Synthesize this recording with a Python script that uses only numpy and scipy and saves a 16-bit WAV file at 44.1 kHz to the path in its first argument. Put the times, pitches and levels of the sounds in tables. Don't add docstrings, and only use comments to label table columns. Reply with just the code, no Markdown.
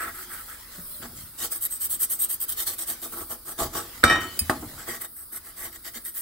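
import sys
import numpy as np
from scipy import signal
from scipy.fft import rfft, irfft, next_fast_len
from scipy.io import wavfile
from scipy.ndimage import uniform_filter1d, map_coordinates

SR = 44100
rng = np.random.default_rng(int(sys.argv[2]) if len(sys.argv) > 2 else 0)


def put_to_file(sound):
    columns = np.atleast_2d(sound).T
    safe = np.clip(columns, -1, 1)
    whole_steps = np.round(safe * 32767)
    wavfile.write(sys.argv[1], SR, whole_steps.astype(np.int16))


N = 273861


def amp(db):
    return 10 ** (np.asarray(db) / 20)


def unit(x):
    return x / np.sqrt(np.mean(x ** 2) + 1e-20)


def along(points, hz):
    point_hz, values = np.transpose(points)
    return np.interp(np.log(hz + 1), np.log(point_hz + 1), values)


def at(rows, s):
    times, *columns = np.transpose(rows)
    return np.array([np.interp(s, times, column) for column in columns])


def colour(points):
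    lowest_hz, highest_hz = points[0][0], points[-1][0]

    def response(hz):
        falloff = 1 + (lowest_hz / (hz + 1)) ** 4 + (hz / highest_hz / 2) ** 8
        return amp(along(points, hz)) / np.sqrt(falloff)
    return response


def body(modes):
    def response(hz):
        total = 0
        for k, (centre, width, db) in enumerate(modes):
            damping = 1j * hz * width
            total = total + (-1) ** k * amp(db) * damping / (centre * centre - hz * hz + damping)
        return total
    return response


def filtered(x, response):
    n = x.shape[-1]
    padded = next_fast_len(n + 8192)
    spectrum = rfft(x, padded) * response(np.fft.rfftfreq(padded, 1 / SR))
    return irfft(spectrum, padded)[..., :n]


def wobble(rate):
    knots = rng.standard_normal(int(N * rate / SR) + 4)
    return map_coordinates(knots, [np.arange(N) * rate / SR])


# pitch_hz, likeness (correlation, 0-1)
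LIKENESS = [(300, 0.97), (800, 0.76), (1200, 0.79), (1700, 0.38), (2600, 0.03), (4000, 0.34), (5500, 0.047),
            (6800, 0.14), (7800, 0.99), (15500, 1)]


def ports(pair):
    def mid_side(hz):
        turn = np.arccos(np.clip(along(LIKENESS, hz), -1, 1)) / 2
        return np.array([np.cos(turn), np.sin(turn)])
    mid, side = filtered(pair, mid_side)
    return np.array([mid + side, mid - side])


def noise(response, size=N):
    return unit(ports(filtered(rng.standard_normal((2, size)), response)))


def add(track, s, sound):
    part = track[:, round(s * SR):][:, :sound.shape[-1]]
    part += sound[..., :part.shape[-1]]


def slips(drive, response, rate, smooth):
    chance = np.clip(rate / SR, 1e-4, 1)
    kicks = (rng.random(N) < chance) / chance
    share = np.clip(smooth, 0, 1)
    force = np.sqrt((1 - share) * kicks + share) * rng.standard_normal((2, N))
    response_rms = np.sqrt(np.mean(abs(response(np.linspace(0, SR / 2, 4096))) ** 2))
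    return filtered(force * drive, response) / response_rms


def shifting(x, patchy_db):
    z = signal.stft(x, nperseg=512)[2]
    field = rng.standard_normal(z.shape[1:])
    field = uniform_filter1d(field, size=3, axis=0)
    field = uniform_filter1d(field, size=9, axis=1)
    gain = unit(amp(patchy_db * unit(field)))
    return signal.istft(z * gain, nperseg=512)[1][:, :N]


# pitch_hz, level_db
ROOM_TONE = [(22, -1.5), (45, -1), (85, -3.5), (150, -16), (300, -12), (700, -30), (1300, -13),
             (2500, -41.5), (5000, -14.5), (7000, -44.5)]
HISS = [(6500, -32), (7800, -30), (8200, -1.5), (9500, 3.5), (10500, -0.5), (11600, -0.5), (12600, -5.5),
        (13800, 3.5), (15700, -0.5)]


def background():
    room_tone = amp(-55.0 + 2 * wobble(5.5)) * noise(colour(ROOM_TONE))
    hiss = amp(-43.0 + 2.7 * wobble(7.3)) * noise(colour(HISS))
    return room_tone + hiss


# start_s, end_s, level_db
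STROKES = [(-.02, .115, -41.5), (.13, .255, -39.5), (.295, .44, -40.5), (.475, .555, -44),
           (.709, .828, -54.5), (1.018, 1.073, -51.5), (1.155, 1.244, -45), (1.379, 1.476, -30.5),
           (1.508, 1.587, -29.5), (1.609, 1.672, -27), (1.704, 1.79, -34), (1.801, 1.872, -25.5),
           (1.898, 1.975, -29), (1.997, 2.057, -23), (2.098, 2.168, -26.5), (2.19, 2.263, -25),
           (2.292, 2.366, -28), (2.401, 2.452, -28), (2.485, 2.55, -29), (2.568, 2.643, -29),
           (2.662, 2.756, -30.5), (2.782, 2.847, -31), (2.87, 2.952, -30.5), (3.02, 3.081, -34.5),
           (3.113, 3.244, -37.5), (3.29, 3.364, -37), (3.453, 3.533, -37.5), (3.585, 3.682, -33),
           (3.735, 3.858, -37), (4.197, 4.275, -45.5), (4.773, 4.864, -52), (4.87, 4.977, -37),
           (5.004, 5.063, -35.5), (5.156, 5.253, -41.5), (5.321, 5.389, -35), (5.436, 5.523, -43),
           (5.567, 5.692, -38), (5.72, 5.778, -46), (5.841, 5.901, -38.5), (5.937, 5.996, -40),
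           (6.045, 6.107, -34), (6.145, 6.232, -33)]
# time_s, scrape_db, plate_rasp_db, bench_drone_db
CONTACT_COLOUR = [(.04, -20, 12.5, -3.5), (.18, -13, -0.5, -27), (.5, -14, 1, -18), (.8, 3.5, 5, -5.5),
                  (1.04, 5.5, 10, 6), (1.2, -3.5, -14, -16), (1.43, -3.5, -12, -13.5),
                  (1.6, -14, -22.5, -27.5), (2.45, -14.5, -25.5, -30), (2.62, -6, -15, -18),
                  (2.9, -8.5, -20, -18.5), (3.18, -8.5, -8.5, -5.5), (3.5, -10, -7.5, -10),
                  (3.63, -2, -5.5, 0.5), (4.26, 0, 11.5, -3.5), (4.81, 2, 8, 0), (5.2, -19.5, -13, -23),
                  (5.62, -7, -3, -10), (5.96, -2, -4, -15.5), (6.08, -13.5, -13, -26)]
# time_s, push_swell_db, pull_swell_db
SWELL = [(.05, -1.5, -5), (.36, 5, -5.5), (.8, -14, -9), (1.45, 7.5, -10), (2.65, 2, -15), (2.85, -6, -15),
         (3.15, -10, 2), (3.5, -1, 8), (3.63, -13.5, -17.5), (4.8, -10, -17), (4.95, -2.5, 0)]


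def pressure(rise, fall):
    t, drive = np.arange(N) / SR, np.zeros((4, N))
    for k, (start, end, db) in enumerate(STROKES):
        middle = (start + end) / 2
        push_db, pull_db = at(SWELL, middle)
        swell_db = push_db if k % 2 else pull_db
        levels = db + np.append(0, at(CONTACT_COLOUR, middle))
        span = (t > start - .03) & (t < end + .03)
        u = (t[span] - start) / (end - start)
        speeding = np.clip((u + 0.17) / rise, 0, 1)
        slowing = np.clip((1.17 - u) / fall, 0, 1)
        speed = np.sin(np.pi / 2 * speeding * slowing) ** 2
        swell = amp(swell_db * (np.clip(u, .15, .85) - .5))
        drive[:, span] += amp(levels)[:, None] * speed * swell
    return drive


# time_s, pitch_hz
RASP_PITCH = [(0, 1550), (2.9, 1650), (3.1, 1340), (4.8, 1450), (4.92, 2070), (5.351, 1700), (5.6, 1950)]
# pitch_hz, width_hz, level_db (relative)
PLATE = [(1316, 52, 6), (1530, 210, 3), (1685, 51, -0.5), (1900, 39, 2.5), (2070, 96, 1)]


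def plate_rasp(drive, octaves):
    centre_hz = np.interp(np.arange(N) / SR, *np.transpose(RASP_PITCH))
    weights = np.array([amp(db) / (1 + (np.log2(hz / centre_hz) / octaves) ** 2) for hz, _, db in PLATE])
    weights /= np.linalg.norm(weights, axis=0)
    out = np.zeros((2, N))
    for weight, (hz, width, _) in zip(weights, PLATE):
        out += slips(drive * weight, body([(hz, width, 0)]), rate=500, smooth=0.25)
    return out


# pitch_hz, level_db
FIZZ = [(5000, -30.5), (7000, -36), (7850, -16.5), (8200, 5.5), (8650, 0.5), (10300, -3), (11700, 0),
        (12200, 3.5), (12600, -6), (13200, 4.5), (13450, -6), (13780, 0.5), (14400, -1), (15700, -3)]
SCRAPE = [(1200, -5.5), (2200, -5.5), (2700, -13), (4100, 1), (5000, 0), (6000, -2.5), (7500, 1),
          (9000, -3.5)]
# pitch_hz, width_hz, level_db (relative)
CHROME = [(1888, 57, 0), (2716, 20, -14), (3117, 264, 2.5), (3750, 68, 4.5), (4765, 44, 4), (5740, 33, 10),
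          (6670, 510, 0), (7740, 84, 6.5)]
BENCH = [(90.5, 26, -3.5), (233, 19, -3.5), (337, 27.4, 2), (479, 71, -6), (669, 48, -2), (839, 54, -4.5),
         (1136, 57, 0)]


def steel_wool():
    fizz, scrape, rasp, drone = pressure(rise=0.46, fall=0.51)
    grip = amp(1.57 * wobble(70) + 0.98 * wobble(330))
    wires = amp(2.5) * slips(fizz * grip, colour(FIZZ), rate=2400, smooth=1.0)
    chrome = amp(-2.0) * slips(scrape * grip, colour(SCRAPE), rate=1700, smooth=0.83)
    singing = amp(-3.5) * slips(scrape * grip, body(CHROME), rate=1500, smooth=0.32)
    plate = amp(-3.5) * plate_rasp(rasp * grip, octaves=0.36)
    bench = amp(0.3) * slips(drone * grip, body(BENCH), rate=400, smooth=0.41)
    return ports(shifting(wires + chrome + singing, patchy_db=3.5) + plate + bench)


# time_s, level_db
DRAG = [(0, -45), (.6, -46.5), (1.4, -51.5), (2.3, -50), (2.95, -46), (3.4, -55.5), (3.7, -47), (4.45, -40),
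        (4.7, -45), (5.0, -46), (5.12, -70.5), (5.45, -52.5), (6.2, -61)]
# pitch_hz, level_db
RUSTLE = [(150, -4.5), (300, -5), (550, -6), (1400, -3), (2000, -1.5), (2600, -7.5), (3500, -3.5),
          (5000, -6.5), (7500, -6)]


def dragging():
    level_db = np.interp(np.arange(N) / SR, *np.transpose(DRAG))
    level_db = level_db + 0.7 * wobble(25) + 0.91 * wobble(150) - 2.5
    rustle = slips(amp(level_db), colour(RUSTLE), rate=640, smooth=0.87)
    return ports(shifting(rustle, patchy_db=4.5))


# start_s, end_s, first_hz, top_hz, last_hz, level_db
SQUEAKS = [(0.096, 0.358, 323.5, 376, 330, -55.5), (0.696, 1.067, 570, 625, 550, -62.5)]


def squeaks():
    out = np.zeros((2, N))
    for start, end, first_hz, top_hz, last_hz, db in SQUEAKS:
        t = np.arange(start, end, 1 / SR)
        pitch = np.interp(t, [start, (start + end) / 2, end], [first_hz, top_hz, last_hz])
        pitch *= 1 + 0.014 * wobble(87)[:len(t)]
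        level = amp(db + 3 * wobble(36)[:len(t)]) * signal.windows.tukey(len(t), .5)
        add(out, start, level * np.sin(2 * np.pi * np.cumsum(pitch) / SR))
    return out


# time_s, level_db, pitch_hz
BUMPS = [(0.779, -38, 176), (0.999, -38, 99), (1.031, -39, 246), (3.61, -32, 45), (4.041, -20, 88),
         (4.111, -28, 192), (4.411, -25, 81.5), (4.623, -31, 302), (4.659, -35.5, 97), (5.955, -38.5, 229)]


def bumps():
    out, t = np.zeros((2, N)), np.arange(SR // 3) / SR
    for s, db, hz in BUMPS:
        wood = noise(colour([(hz / 2, -6), (hz, 0), (hz * 1.74, -9)]), size=len(t))
        thud = np.sin(2 * np.pi * hz * t) + 0.58 * wood
        envelope = amp(db - 60 * t / 0.14) * (1 - np.exp(-t / 0.0041))
        add(out, s, envelope * thud)
    return out


# start_s, end_s, level_db
REGRIPS = [(1.0, 1.29, -50.5), (3.57, 3.845, -51), (4.547, 4.81, -51)]
# pitch_hz, level_db
FUMBLE = [(40, -3.5), (90, 6.5), (150, -0.5), (230, -4), (400, -19), (700, -25)]


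def regrips():
    t, drive = np.arange(N) / SR, np.zeros(N)
    for start, end, db in REGRIPS:
        progress = np.clip((t - start) / (end - start), 0, 1)
        drive += amp(db) * np.sqrt(abs(np.sin(np.pi * progress)))
    return ports(slips(drive * amp(3.0 * wobble(30)), colour(FUMBLE), rate=80, smooth=0.22))


FAVOUR_DB, FAVOUR_OCTAVES = 5.5, 0.26


def ring(modes, t, favoured_hz):
    out = np.zeros((2, len(t)))
    for hz, db, t60 in modes:
        port_phase = rng.normal(0, .7) * min(hz / 2800, 1) ** 2
        phase = rng.uniform(0, 2 * np.pi) + np.array([[1], [-1]]) * port_phase
        favour_db = FAVOUR_DB * np.exp(-(np.log2(hz / favoured_hz) / FAVOUR_OCTAVES) ** 2)
        level = amp(db + favour_db + 2 * rng.normal() - 60 * t / t60)
        out += level * np.sin(2 * np.pi * hz * t + phase)
    return out * (1 - np.exp(-t / 0.00033))


# time_s, clack_db, free_ring_db, wooden_knock_db, hardness_hz, favoured_hz
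CONTACTS = [(4.032, -17, -31, -55, 2000, 1303), (4.038, 2, -18.5, -19.5, 15900, 1303),
            (4.0435, -36, -37, -19.5, 9100, 8400), (4.078, -39, -22.5, -28, 4000, 1303),
            (4.098, -9, -18.5, -23, 2950, 1876), (4.109, -10, -26, -18, 2490, 1860),
            (4.124, -18, -28, -28.5, 4500, 3700), (4.155, -14, -45, -25, 2990, 1876),
            (4.4963, -8, -57, -15.5, 2000, 1303), (4.623, -47.5, -56, -37.5, 1200, 1303)]
# time_s, ring_db, crack_db, favoured_hz
TICKS = [(4.391, -25.5, -13.5, 8860), (4.4966, -33.5, -32, 8360)]
# pitch_hz, level_db (relative), t60_s
STEEL = [(231, -13, .3), (306, -9, .36), (673, -15, .24), (809, -16, .26), (1147, -17, .35),
         (1303, -5, .38), (1561, -11, .32), (1617, -14, .4), (1650, -13, .22), (1771, -9, .28),
         (1876, -1, .33), (2329, -11, .33), (2420, -13, .18), (2550, -14, .18), (2912, -16, .33),
         (3041, -11, .75), (3616, -12, .25), (3693, -9, .24), (3717, -8, .24), (4484, -13, .26),
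         (4850, -16, .17), (5065, -12, .16), (5360, -16, .16), (5675, -10, .24), (6611, -26, .18),
         (7650, -17, .18), (8242, -8, .13), (8441, -4, .11), (8877, -7, .12), (11530, -10, .13),
         (13850, -13, .12), (14380, -15, .13)]
GRIPPED = [(2552, -8, .09), (3052, -7, .11), (3680, -11, .06), (4850, 3, .075), (5420, -5, .06),
           (6500, -10, .06), (7052, -4, .065), (8330, -1, .1), (8860, 1, .08), (10800, -1, .08),
           (12730, 2, .08), (14130, -1, .08)]
# pitch_hz, level_db
CLACK = [(300, 1.5), (900, -18.5), (1300, 4.5), (1800, 3), (2300, -16), (4000, -12), (6500, -55),
         (7800, -23), (8400, -14), (15500, -22)]
KNOCK = [(40, -34), (90, -2), (160, -12), (240, -2), (340, -2), (520, -14.5), (680, 2), (950, -5),
         (1200, 0), (2200, -23.5), (6000, -16.5)]


def bracket():
    out, t = np.zeros((2, N)), np.arange(SR * 3 // 5) / SR
    clack_fade = (amp(-60 * t / 0.022) + amp(-21 - 60 * t / 0.036)) * (1 - np.exp(-t / 0.00061))
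    knock_fade = amp(-60 * t / 0.13) * (1 - np.exp(-t / 0.0011))
    for s, clack_db, ring_db, knock_db, hard_hz, favoured_hz in CONTACTS:
        clack = amp(clack_db) * noise(colour(CLACK), size=len(t)) * clack_fade
        knock = amp(knock_db) * noise(colour(KNOCK), size=len(t)) * knock_fade
        blow = clack + amp(ring_db) * ring(STEEL, t, favoured_hz) + knock
        add(out, s, filtered(blow, lambda hz: 1 / (1 + 1j * hz / hard_hz)))
    crack_colour = colour([(2000, 3.5), (7500, -15.5), (8500, 5), (15500, 14.5)])
    for s, ring_db, crack_db, favoured_hz in TICKS:
        crack = noise(crack_colour, size=len(t)) * amp(crack_db - 60 * t / 0.05)
        add(out, s, amp(ring_db) * ring(GRIPPED, t, favoured_hz) + crack)
    return out


# pitch_hz, level_db
CHATTER = [(200, -8), (350, 5.5), (520, -9), (1100, 0), (1800, -4.5), (2400, -5.5), (3000, -13),
           (4000, -26), (6000, -48)]
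CHATTER_S, CHATTER_DB, CHATTER_FADE_DB_PER_S = 4.11, -26.5, 117


def chatter():
    t = np.arange(N) / SR - CHATTER_S
    fade = amp(CHATTER_DB - CHATTER_FADE_DB_PER_S * np.maximum(t, 0))
    drive = np.clip(t / 0.014, 0, 1) * fade
    return ports(slips(drive, colour(CHATTER), rate=300, smooth=0.51))


# pitch_hz, t60_s
WORKSHOP = [(100, 0.95), (1000, 0.18), (5000, 0.33), (15000, 0.022)]


def workshop(x):
    hz, t, z = signal.stft(rng.standard_normal((2, SR // 2)), SR, nperseg=256)
    decay = amp(-60 * t / along(WORKSHOP, hz)[:, None])
    tail = ports(signal.istft(z * decay, SR, nperseg=256)[1])
    delayed = np.pad(x.mean(0), (250, 0))[None]
    return signal.fftconvolve(delayed, tail / np.linalg.norm(tail[0]), axes=1)[:, :N]


def scene():
    work = steel_wool() + dragging() + squeaks() + bumps() + regrips() + bracket() + chatter()
    return work + amp(-13) * workshop(work) + background()


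TOP_HZ = 15780


def record(dry):
    def port_phase(hz):
        lead = np.pi * np.clip((hz - 7750) / 3800, 0, 2)
        return np.exp(1j * np.array([-lead, lead]))
    spaced = filtered(dry, port_phase)
    return filtered(np.clip(spaced, -1, 1), lambda hz: hz < TOP_HZ)


dry = scene()
out = record(dry)
put_to_file(out)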